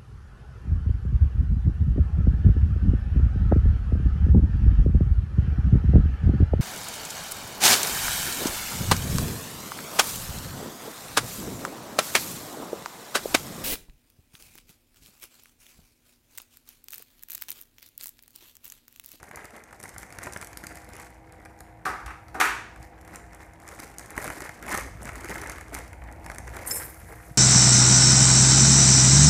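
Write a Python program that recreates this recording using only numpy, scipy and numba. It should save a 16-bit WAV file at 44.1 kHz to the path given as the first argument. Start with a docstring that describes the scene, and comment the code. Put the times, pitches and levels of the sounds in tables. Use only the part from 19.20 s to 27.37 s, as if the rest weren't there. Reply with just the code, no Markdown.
"""Food packet, scissors and poured grains

A plastic packet crackles as it is cut open and handled close to a small microphone in a tiled room.
Creases snap as sprays of short damped tones. Scissors laid on a steel tray are noise through its resonances.
Fine dry grains then pour into a steel bowl as showers of ticks, ring it, and muffle it as they heap up.
Behind them a far machine hums in sine tones under a low rumble of filtered noise."""
import sys
import numpy as np
from scipy import signal
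from scipy.fft import rfft, irfft, next_fast_len
from scipy.io import wavfile
from scipy.ndimage import map_coordinates
from numba import njit

SR = 44100
rng = np.random.default_rng(int(sys.argv[2]) if len(sys.argv) > 2 else 0)


def field_ratio(decibels):
    """Amplitude ratio for a level in dB (20 dB per decade); scalars and array-likes work."""
    return 10 ** (np.asarray(decibels, dtype=float) / 20)


def wav_record(signal):
    """Record a signal, one row per channel, as 16-bit PCM in the file named by sys.argv[1]."""
    frames = np.transpose(np.atleast_2d(signal))
    bounded = np.clip(frames, -1, 1)
    # unit amplitude maps onto the largest positive 16-bit level
    quanta = np.round(bounded * 32767).astype(np.int16)
    wavfile.write(sys.argv[1], SR, quanta)


N = 360451

# Background of the place. Each row: time in seconds, rumble level in dB, room air level in dB.
BACKGROUND_LEVELS = [(0, -64, -58.5), (.45, -66, -58.5), (.8, -55.5, -57), (2.4, -54, -57.5),
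                     (2.85, -50, -57), (3.3, -52, -54.5), (4.2, -54, -57.5), (5.4, -54.5, -58),
                     (5.7, -45.5, -63), (6.4, -50, -60), (7.1, -45.5, -48), (7.8, -48, -60),
                     (8.17, -51.5, -65.5)]
# Tones of the far machine. Each row: frequency in Hz, nominal level in dB.
MACHINE_HUM = [(167, -64.5), (319, -60), (500, -63.5), (701, -60.5), (803, -64), (947, -66)]
# Spectrum of the rumble. Each row: frequency in Hz, relative density in dB per Hz.
RUMBLE_SPECTRUM = [(20, -34), (35, -2), (50, -6), (57, 8), (66, -4), (85, -1.5), (105, -6.5), (116, 0.5),
                   (130, -15), (170, -12), (250, -47)]
# Spectrum of the room air. Each row: frequency in Hz, relative density in dB per Hz.
AIR_SPECTRUM = [(100, -48), (200, 10), (400, 1), (800, 12.5), (1330, -11), (2300, -10.5), (4000, -25),
                (9500, -51), (15000, -102)]
# Dull bumps through the floor. 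Each row: start in seconds, level in dB before softening, pitch in Hz.
FLOOR_BUMPS = [(2.861, -30, 62), (3.601, -32.5, 113), (5.751, -30, 108), (8.111, -27.5, 133)]
# Decay of the tiled room. Each row: frequency in Hz, t60 in seconds.
ROOM_DECAY = [(200, 0.24), (1500, 0.52), (6000, 0.59), (14000, 0.33)]
# Response of the small microphone. Each row: frequency in Hz, gain in dB.
MIC_RESPONSE = [(22, -30), (45, 2.5), (1200, -1), (2100, 6), (2700, -3.5), (3200, -6.5), (4300, -4),
                (6500, 0.5), (11000, 3.5), (15400, -1.5), (15900, -35)]
# Scissors touching the tray. Each row: start in seconds, nominal level in dB, steel clatter in dB relative
# to the knock before resonance, t60 of the knock in seconds, contact time in ms.
SCISSOR_CONTACTS = [(2.653, -21, -27, 0.37, 0.16), (2.662, -27.5, -25, 0.39, 0.15),
                    (2.861, -44, -6, 0.086, 0.026), (2.69, -32, -25, .25, .13), (2.8, -43, -25, .3, .12),
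                    (2.877, -41, -28, 0.2, .06), (2.905, -41, -25, .2, .06),
                    (3.083, -43.5, -13, 0.033, 0.13), (3.144, -30.5, -27, 0.27, 0.19),
                    (3.149, -21.5, -46, 1, 0.34), (3.2, -23, -12, 0.29, 0.044),
                    (3.21, -24, -16, 0.46, 0.029), (3.2115, -17, -15, .02, .04), (3.252, -30, -15, .3, .04)]
# Resonances of the steel tray. Each row: frequency in Hz, width in Hz, gain in dB.
TRAY_MODES = [(395, 133, -11.5), (740, 105, -4.5), (934, 132, -1.5), (1215, 120, 4.5), (1620, 580, -1.5),
              (2010, 440, -2), (2630, 730, -5)]
# Lumps striking the bowl wall. Each row: start in seconds, level in dB, pitch in Hz that rings most.
BOWL_LUMPS = [(7.462, -40, 11340), (7.474, -31, 8900), (7.51, -25.5, 5272), (7.513, -27, 7322),
              (7.558, -34, 8245), (7.582, -36, 7800)]
# Modes of the steel bowl. Each row: frequency in Hz, relative level in dB, nominal t60 in seconds.
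BOWL_MODES = [(5272, 0, .3), (6630, -12, .06), (7322, -1, .07), (7763, -5, .06), (8245, -2, .09),
              (8740, -3, .06), (9528, -8, .05), (9964, -8, .05), (10470, -9, .05), (10900, -8, .05),
              (11340, -6, .07), (12640, -10, .05)]
# Single late grains dropping on the heap. Each row: start in seconds, nominal level in dB, middle pitch in Hz.
LATE_GRAINS = [(7.6994, -38, 11000), (7.7987, -41, 11700), (7.9563, -44, 11100), (8.0244, -47, 11100),
               (8.082, -44, 11100), (8.1194, -46, 10300)]
# Creases flipping at set times, strong and faint. Each row: start in seconds, nominal snap level in dB,
# nominal flap level in dB.
SET_CREASES = [(0.0299, -37.5, -31.5), (0.0909, -45, -51), (0.1122, -40, -30), (0.1587, -31.5, -42),
               (0.172, -40, -26.5), (0.2454, -37.5, -31), (0.2545, -33.5, -45), (0.3065, -45, -53),
               (0.3646, -43, -55), (0.4384, -39, -42), (0.5092, -47, -40), (0.528, -41, -30.5),
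               (0.6008, -36.5, -37), (0.6294, -32.5, -45), (0.638, -32, -31), (0.6557, -52, -29),
               (0.6794, -40, -43), (0.692, -33.5, -38), (0.7625, -51, -29), (0.7818, -27, -34),
               (0.831, -34.5, -27), (0.9043, -44, -35), (0.925, -35.5, -32), (0.9865, -28.5, -26),
               (1.0313, -33, -26), (1.0365, -29, -54), (1.0605, -34, -53), (1.0701, -38, -21),
               (1.124, -30.5, -39), (1.1346, -28, -43), (1.1622, -37, -20), (1.173, -29.5, -39),
               (1.2136, -30.5, -34), (1.226, -34, -24.5), (1.2462, -32, -54), (1.2718, -32, -45),
               (1.3309, -35.5, -34), (1.373, -23.5, -49), (1.4384, -35, -27), (1.4441, -36, -44),
               (1.4687, -25.5, -28), (1.556, -34, -40), (1.5716, -37, -35), (1.6459, -42, -48),
               (1.6901, -40, -48), (1.7347, -38, -57), (1.754, -38.5, -37), (1.7662, -35, -40),
               (1.7988, -33, -32), (1.8195, -41, -42), (1.8462, -43, -43), (1.904, -49, -57),
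               (2.1234, -41.5, -56), (2.2515, -42, -38), (2.2572, -42, -30), (2.39, -47, -60),
               (2.4057, -35.5, -34), (3.5606, -46, -32.5), (3.6284, -40.5, -41), (3.8124, -45.5, -50),
               (3.8496, -45, -46), (3.8774, -42, -37), (3.9587, -28.5, -41), (4.132, -42, -37),
               (4.1475, -39, -49), (4.3354, -45, -58), (4.4008, -43, -44), (4.4781, -34, -38),
               (4.4886, -32.5, -31), (4.5807, -48, -41), (4.6011, -29, -31.5), (4.7841, -26.5, -48),
               (4.7948, -30.5, -35), (4.86, -35.5, -41), (4.9055, -30.5, -33), (4.9782, -26, -15),
               (5.0262, -29.5, -29), (5.0427, -25, -26), (5.0778, -27, -23), (5.102, -29, -19.5),
               (5.153, -42, -52), (5.2048, -29, -26.5), (5.2207, -32, -28), (5.2484, -35, -43),
               (5.2927, -35, -23.5), (5.4263, -33, -26), (5.4652, -35, -28), (5.493, -30, -28),
               (5.5168, -30, -35), (5.5272, -29, -27), (5.5476, -29, -14), (5.5755, -22, -26),
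               (5.8206, -41, -41), (5.8305, -33.5, -47), (5.855, -31, -28), (5.8921, -35.5, -21.5),
               (5.9562, -33.5, -34), (6.006, -45, -36), (6.0454, -31, -28), (6.0953, -30, -28.5),
               (6.109, -35, -25), (6.1558, -34, -20), (6.2163, -30, -28), (6.273, -32, -48),
               (6.2974, -25.5, -23), (6.3187, -31, -38), (6.3829, -39, -27), (6.4107, -35, -29.5),
               (6.4824, -42, -38), (6.5437, -27.5, -47), (6.5489, -23.5, -24), (6.5884, -30, -37),
               (6.6791, -40, -65.5), (6.7307, -40.5, -29.5), (6.8186, -63, -31), (6.8387, -46, -38),
               (6.887, -61, -33), (6.9145, -48, -40), (6.9254, -39, -45), (7.0445, -43, -35),
               (7.0624, -32.5, -28), (7.0998, -35.5, -23.5), (7.1166, -38, -27.5), (7.1477, -35, -38),
               (7.159, -38, -32), (7.1838, -26, -26), (7.2723, -45, -33), (7.2773, -35, -26),
               (7.3672, -31.5, -24.5), (7.4515, -39, -30), (7.7444, -38, -41)]
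# Moves of the fingers, each a swell of rustle. Each row: peak time in seconds, length in seconds,
# fine crackle level in dB, level of the loose film's flapping in dB.
FINGER_MOVES = [(0.047, 0.11, -56, -56), (0.192, 0.19, -63, -48), (0.37, .12, -60.5, -52),
                (0.633, .2, -56, -52.5), (0.8, 0.11, -52.5, -53), (1.06, 0.36, -57, -47.5),
                (1.23, 0.21, -58, -55), (1.54, 0.63, -60.5, -52), (1.807, 0.2, -57, -51),
                (2.22, 0.33, -71, -63), (2.4, .18, -66, -66), (3.63, 0.12, -62, -57.5),
                (3.933, 0.24, -60.5, -50.5), (4.207, 0.2, -63, -54), (4.49, 0.2, -60, -52),
                (4.602, 0.2, -51, -47.5), (4.813, .14, -58, -52), (4.982, 0.15, -50.5, -44),
                (5.057, 0.19, -46, -41), (5.226, 0.27, -52, -44.5), (5.548, 0.14, -37.5, -31),
                (5.877, 0.16, -52, -42.5), (5.993, 0.28, -58.5, -47.5), (6.117, 0.34, -49, -41.5),
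                (6.305, 0.25, -57.5, -44.5), (6.562, 0.15, -53, -42.5), (6.885, 0.39, -74, -56),
                (7.085, 0.17, -59, -53), (7.373, 0.24, -53.5, -44), (7.538, 0.25, -47, -42),
                (7.92, .45, -68, -50), (8.08, 0.084, -64, -59.5)]

POUR_S = 7.46  # start of the stream of grains


def unit(x):
    """Scaled to rms 1."""
    return x / np.sqrt(np.mean(x ** 2) + 1e-20)


def along(points, hz):
    """Values of (Hz, value) points, read on a log frequency axis."""
    f, value = np.transpose(points)
    return np.interp(np.log(hz + 1), np.log(f + 1), value)


def curves(rows):
    """One value per sample for each column after the time."""
    s, *columns = np.transpose(rows)
    return [np.interp(np.arange(N) / SR, s, column) for column in columns]


def wobble(rate):
    """A smooth random curve, rate knots a second."""
    coarse = np.arange(0, N + 32, 32)
    knots = rng.standard_normal(int(N * rate / SR) + 4)
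    return np.interp(np.arange(N), coarse, map_coordinates(knots, [coarse * rate / SR]))


def filtered(x, response):
    """x times a complex response of frequency."""
    m = next_fast_len(N + 8192)
    return irfft(rfft(x, m) * response(np.fft.rfftfreq(m, 1 / SR)), m)[:N]


def resonances(table):
    """Causal response of (Hz, width in Hz, dB) peaks, alternating in sign."""
    def response(f):
        return sum((-1) ** k * field_ratio(db) * 1j * f * width / (hz * hz - f * f + 1j * f * width)
                   for k, (hz, width, db) in enumerate(table))
    return response


@njit
def damped(at, step, fade, gain, size, total):
    """Sums one decaying rotation per row, each size samples long."""
    out = np.zeros(total + size)
    for k in range(len(at)):
        z, turn = gain[k] + 0j, np.exp(1j * step[k] - fade[k])
        for i in range(size):
            out[at[k] + i] += z.imag
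            z *= turn
    return out[:total]


def grains(s, hz, cycles, gain, size):
    """Damped sines, each fading 60 dB in so many cycles, summed at their times."""
    at = np.round(s * SR).astype(np.int64).clip(0, N)
    return damped(at, 2 * np.pi * hz / SR, np.log(1000) * hz / (SR * cycles), gain, size, N)


def shower(count, mid_hz, spread, cycles, scatter_db, size, t0=0, t1=N / SR, pitches=1):
    """Random ticks of rms 1 from t0 to t1, a few much larger than the rest, each on one or more pitches."""
    ticks = [rng.uniform(t0, t1, count), rng.exponential(1, count)]
    when, big = np.repeat(ticks, pitches, axis=1)
    pitch, late = rng.standard_normal((2, len(when)))
    hz = (mid_hz * np.exp(spread * pitch)).clip(200, 16000)
    x = grains(when + 0.0008 * late, hz, cycles, field_ratio(scatter_db * big.clip(0, 3)), size)
    return unit(x) * np.sqrt((t1 - t0) * SR / N)


def shaped_noise(spectrum):
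    """Random noise of rms 1 with the given spectrum."""
    return unit(filtered(rng.standard_normal(N), lambda hz: field_ratio(along(spectrum, hz))))


def machine_hum():
    """Slightly unsteady sine tones of the far machine, swelling in at the start."""
    t = np.arange(N) / SR
    hum = 0
    for hz, db in MACHINE_HUM:
        level = np.sqrt(2) * field_ratio(db - 1.5 + 1.85 * wobble(14))
        hum = hum + level * np.sin(2 * np.pi * hz * t + 1.2 * wobble(7))
    return np.clip(t / 1.3, 0, 1) * hum


def background():
    """Lumpy rumble and room air as shaped noise, with the hum."""
    rumble_db, air_db = curves(BACKGROUND_LEVELS)
    rumble = field_ratio(rumble_db + 0.84 * wobble(9.7)) * shaped_noise(RUMBLE_SPECTRUM)
    return rumble + field_ratio(air_db) * shaped_noise(AIR_SPECTRUM) + machine_hum()


def bumps():
    """Soft low pushes, a few damped cycles each."""
    s, db, hz = np.transpose(FLOOR_BUMPS)
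    pushes = grains(s, hz, 5.7, field_ratio(db), size=9000)
    return filtered(pushes, lambda f: 1 / (1 + 1j * f / 250) ** 2)


def tiled_room(x):
    """Each frequency dies at its own speed; the tail is a fresh random draw of decaying noise every half second."""
    wet, step = np.zeros(N + 2 * SR), SR // 2
    for at in range(0, N, step):
        hz, t, z = signal.stft(rng.standard_normal(SR * 3 // 4), SR, nperseg=256)
        decay = field_ratio(-60 * t / along(ROOM_DECAY, hz)[:, None])
        tail = signal.istft(z * decay, SR, nperseg=256)[1]
        answer = signal.fftconvolve(x[at:at + step], tail / np.linalg.norm(tail))
        wet[at + 100:][:len(answer)] += answer  # the walls answer 100 samples late
    return wet[:N]


def scissors():
    """Each contact shakes the dense modes of the sheet; the steel clatter dies faster."""
    knock, clatter, t = np.zeros(N), np.zeros(N), np.arange(SR // 2) / SR
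    for s, db, clatter_db, t60, contact_ms in SCISSOR_CONTACTS:
        at, pole = round(s * SR), np.exp(-1000 / (SR * contact_ms))
        # a longer contact misses the high modes
        force = signal.lfilter([(1 - pole) ** 2], [1, -2 * pole, pole ** 2], rng.standard_normal(len(t)))
        onset = 1 - np.exp(-t / 0.0027) + 1.6 * field_ratio(-60 * t / 0.032)
        knock[at:at + len(t)] += field_ratio(db - 60 * t / t60) * onset * force
        clatter_level = field_ratio(db + clatter_db - 60 * t / (0.48 * t60))
        clatter[at:at + len(t)] += clatter_level * rng.standard_normal(len(t))
    body = filtered(knock, resonances(TRAY_MODES))
    return field_ratio(15) * body + field_ratio(16.5) * filtered(clatter, resonances([(3800, 3240, 0)]))


def grain_ticks():
    """Grains tick on the steel and on each other: a first rush, then a thin trickle."""
    rise_s, hold_s, rush_db, fade_db_per_s = 0.012, 0.11, -34.5, 150
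    trickle_db, trickle_end_s = -61, 8.15
    t = np.arange(N) / SR
    since = t - POUR_S
    rush_level = field_ratio(rush_db - fade_db_per_s * (since - rise_s - hold_s).clip(0))
    rush = rush_level * (since / rise_s).clip(0, 1)
    trickle = field_ratio(trickle_db + 3.0 * wobble(18)) * (t > POUR_S) * (t < trickle_end_s)
    stream = (rush + trickle) * field_ratio(1.7 * wobble(70))
    ticks = stream * shower(count=2600, mid_hz=11500, spread=0.24, cycles=22, scatter_db=3, size=200, t0=POUR_S)
    return filtered(ticks, lambda f: (1j * f / (7000 + 1j * f)) ** 3)  # tiny grains have no low tones


def bowl_ringing(ticks):
    """The ticks excite the bowl's modes, ever less as the heap of grains damps the wall."""
    since = np.arange(N) / SR - POUR_S
    bare = field_ratio(-40 * since.clip(0))
    return filtered(ticks * bare, resonances([(hz, 1.6 / t60, db) for hz, db, t60 in BOWL_MODES]))


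def lump_strikes():
    """Lumps crack on the wall and ring the modes near their own pitch."""
    strike_t60_s, after_ring_db = 0.05, -10  # a struck mode drops fast at first, then a thin ring stays
    rings, cracks, t = np.zeros(N), np.zeros(N), np.arange(SR // 3) / SR
    for s, db, pitch_hz in BOWL_LUMPS:
        ring = 0
        for hz, level, t60 in BOWL_MODES:
            strength = field_ratio(level - 200 * abs(np.log(hz / pitch_hz)) ** 1.26)
            decay = field_ratio(-60 * t / strike_t60_s) + field_ratio(after_ring_db - 60 * t / (1.3 * t60))
            # each mode is a close, beating pair
            pair = np.sin(2 * np.pi * hz * t) + 0.4 * np.sin(2 * np.pi * 1.003 * hz * t)
            ring = ring + strength * decay * pair
        crack = 0.9 * field_ratio(-60 * t / 0.012) * rng.standard_normal(len(t))
        at = round(s * SR)
        rings[at:][:len(t)] += field_ratio(db) * ring
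        cracks[at:][:len(t)] += field_ratio(db) * crack
    return rings + filtered(cracks, resonances([(750, 450, 2), (6500, 4000, 0)]))


def stragglers():
    """Each late grain bounces for a few ms on a spray of high pitches."""
    s, db, hz = np.repeat(LATE_GRAINS, 12, axis=0).T
    pitch, late = rng.standard_normal((len(s), 2)).T
    spray_hz = (hz * np.exp(0.1 * pitch)).clip(200, 16000)
    return grains(s + 0.003 * np.abs(late), spray_hz, 25, field_ratio(db - 5), size=200)


def sliding():
    """Very many grains slide down inside the tilted packet: a soft even hiss from the first rush onward."""
    hiss = shower(count=9000, mid_hz=7000, spread=0.25, cycles=8, scatter_db=1, size=100, t0=POUR_S)
    return field_ratio(-62 + 1.5 * wobble(12)) * hiss


def pouring():
    """Ticking grains, the bowl they ring, lumps, late grains and the slide inside the packet."""
    ticks = grain_ticks()
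    bowl = field_ratio(3.5) * ticks + field_ratio(18) * bowl_ringing(ticks) + lump_strikes()
    return bowl + stragglers() + sliding()


def fingers():
    """Level in dB of crackle and flapping: every move swells and dies away, over the still packet."""
    rise_db, fall_db = 24.5, 25  # crackle lost one length before and after the peak
    flap_swing = 0.88  # the flapping swings less
    still_crackle_db, still_flap_db = -76, -60.5  # the packet merely held
    s, length, crackle_db, flap_db = np.transpose(FINGER_MOVES)[:, :, None]
    t = np.arange(0, N + 64, 64) / SR
    apart = (t - s) / length
    lost_db = np.where(apart < 0, -rise_db * apart, fall_db * apart)

    def total(db, still_db):
        power = np.sum(field_ratio(db) ** 2, axis=0) + field_ratio(still_db) ** 2
        return np.interp(np.arange(N) / SR, t, 10 * np.log10(power))

    return total(crackle_db - lost_db, still_crackle_db), total(flap_db - flap_swing * lost_db, still_flap_db)


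def chance_creases(crackle_db, flap_db, count=150):
    """Rows as in SET_CREASES for further creases at random times, as frequent and strong as the fingers are busy."""
    snap_over_db, flap_over_db = 12, 5  # over the crackle and flapping of the moment
    eagerness = 0.4  # how much they crowd into busy moments
    when, big, broad = rng.uniform(size=(count, 3)).T
    odds = np.cumsum(field_ratio(eagerness * crackle_db))
    at = np.searchsorted(odds, when * odds[-1]).clip(0, N - 1)
    snap_db = crackle_db[at] + snap_over_db - 3 * np.log(1 - 0.9 * big)
    panel_db = flap_db[at] + flap_over_db - 3 * np.log(1 - 0.9 * broad)
    return np.transpose([at / SR, snap_db, panel_db])


def snaps(creases):
    """A crease flips within a few ms: a wide spray of short high modes, and a lower flap of its panel."""
    modes = 32
    s, db, flap_db = np.repeat(creases, modes, axis=0).T
    own_size = np.repeat(rng.standard_normal(len(creases)), modes)
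    crease_hz = 8200 * np.exp(0.058 * own_size)  # each crease has its own size
    snap_pitch, uneven, flap_pitch, flap_uneven, shift = rng.standard_normal((len(s), 5)).T
    late = rng.exponential(1, len(s))
    lead = 0.0004 * shift
    snap_hz = (crease_hz * np.exp(0.3 * snap_pitch)).clip(2500, 15500)
    snap_gain = field_ratio(db - 5.5 + 1.8 * uneven - 1.6 * late)  # later modes tend to be weaker
    snap = grains(s + lead + 0.00066 * late, snap_hz, 11, snap_gain, size=140)
    flap_hz = 1500 * np.exp(0.427 * flap_pitch)
    flap_gain = field_ratio(flap_db - 18.5 + 2.0 * flap_uneven)
    flap = grains(s + 2 * lead + 0.0011 * late, flap_hz, 21.3, flap_gain, size=500)
    return snap + flap


def rustle(crackle_db, flap_db):
    """Countless small creases come in clumps while the fingers move; air in the packet adds a low flutter."""
    clumps = 2.6 * wobble(60)
    crackle = shower(count=3000, mid_hz=8360, spread=0.5, cycles=7.8, scatter_db=2.5, size=130, pitches=5)
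    flaps = shower(count=5000, mid_hz=1602, spread=0.509, cycles=12.2, scatter_db=1.5, size=600)
    flutter = shower(count=1500, mid_hz=411.4, spread=0.315, cycles=21, scatter_db=4.0, size=1000)
    loose_film = flaps + field_ratio(-5) * flutter
    return field_ratio(crackle_db + 1.2 * clumps) * crackle + field_ratio(flap_db + 0.93 * clumps) * loose_film


def handled_packet():
    """Creases at set and at random times snap over a rustle; the random ones and the rustle follow the fingers."""
    crackle_db, flap_db = fingers()
    creases = np.vstack([SET_CREASES, chance_creases(crackle_db, flap_db)])
    return snaps(creases) + rustle(crackle_db, flap_db)


def scene():
    """Near sources, their room, and the background."""
    packet, bowl, tray = handled_packet(), pouring(), scissors()
    walls = tiled_room(field_ratio(-9) * packet + field_ratio(-29) * bowl + field_ratio(-4) * tray)
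    return (packet + bowl + tray + walls + bumps() + background())[None]


def low_pass(x):
    """Removes everything above the highest recorded frequency."""
    return signal.sosfilt(signal.butter(12, 16670, fs=SR, output="sos"), x)


def record(dry):
    """The small microphone has a dip around 3200 Hz, between its body and treble ranges."""
    mix = filtered(dry[0], lambda hz: field_ratio(along(MIC_RESPONSE, hz)))[None]
    return low_pass(mix)


dry = scene()
out = record(dry)
wav_record(out)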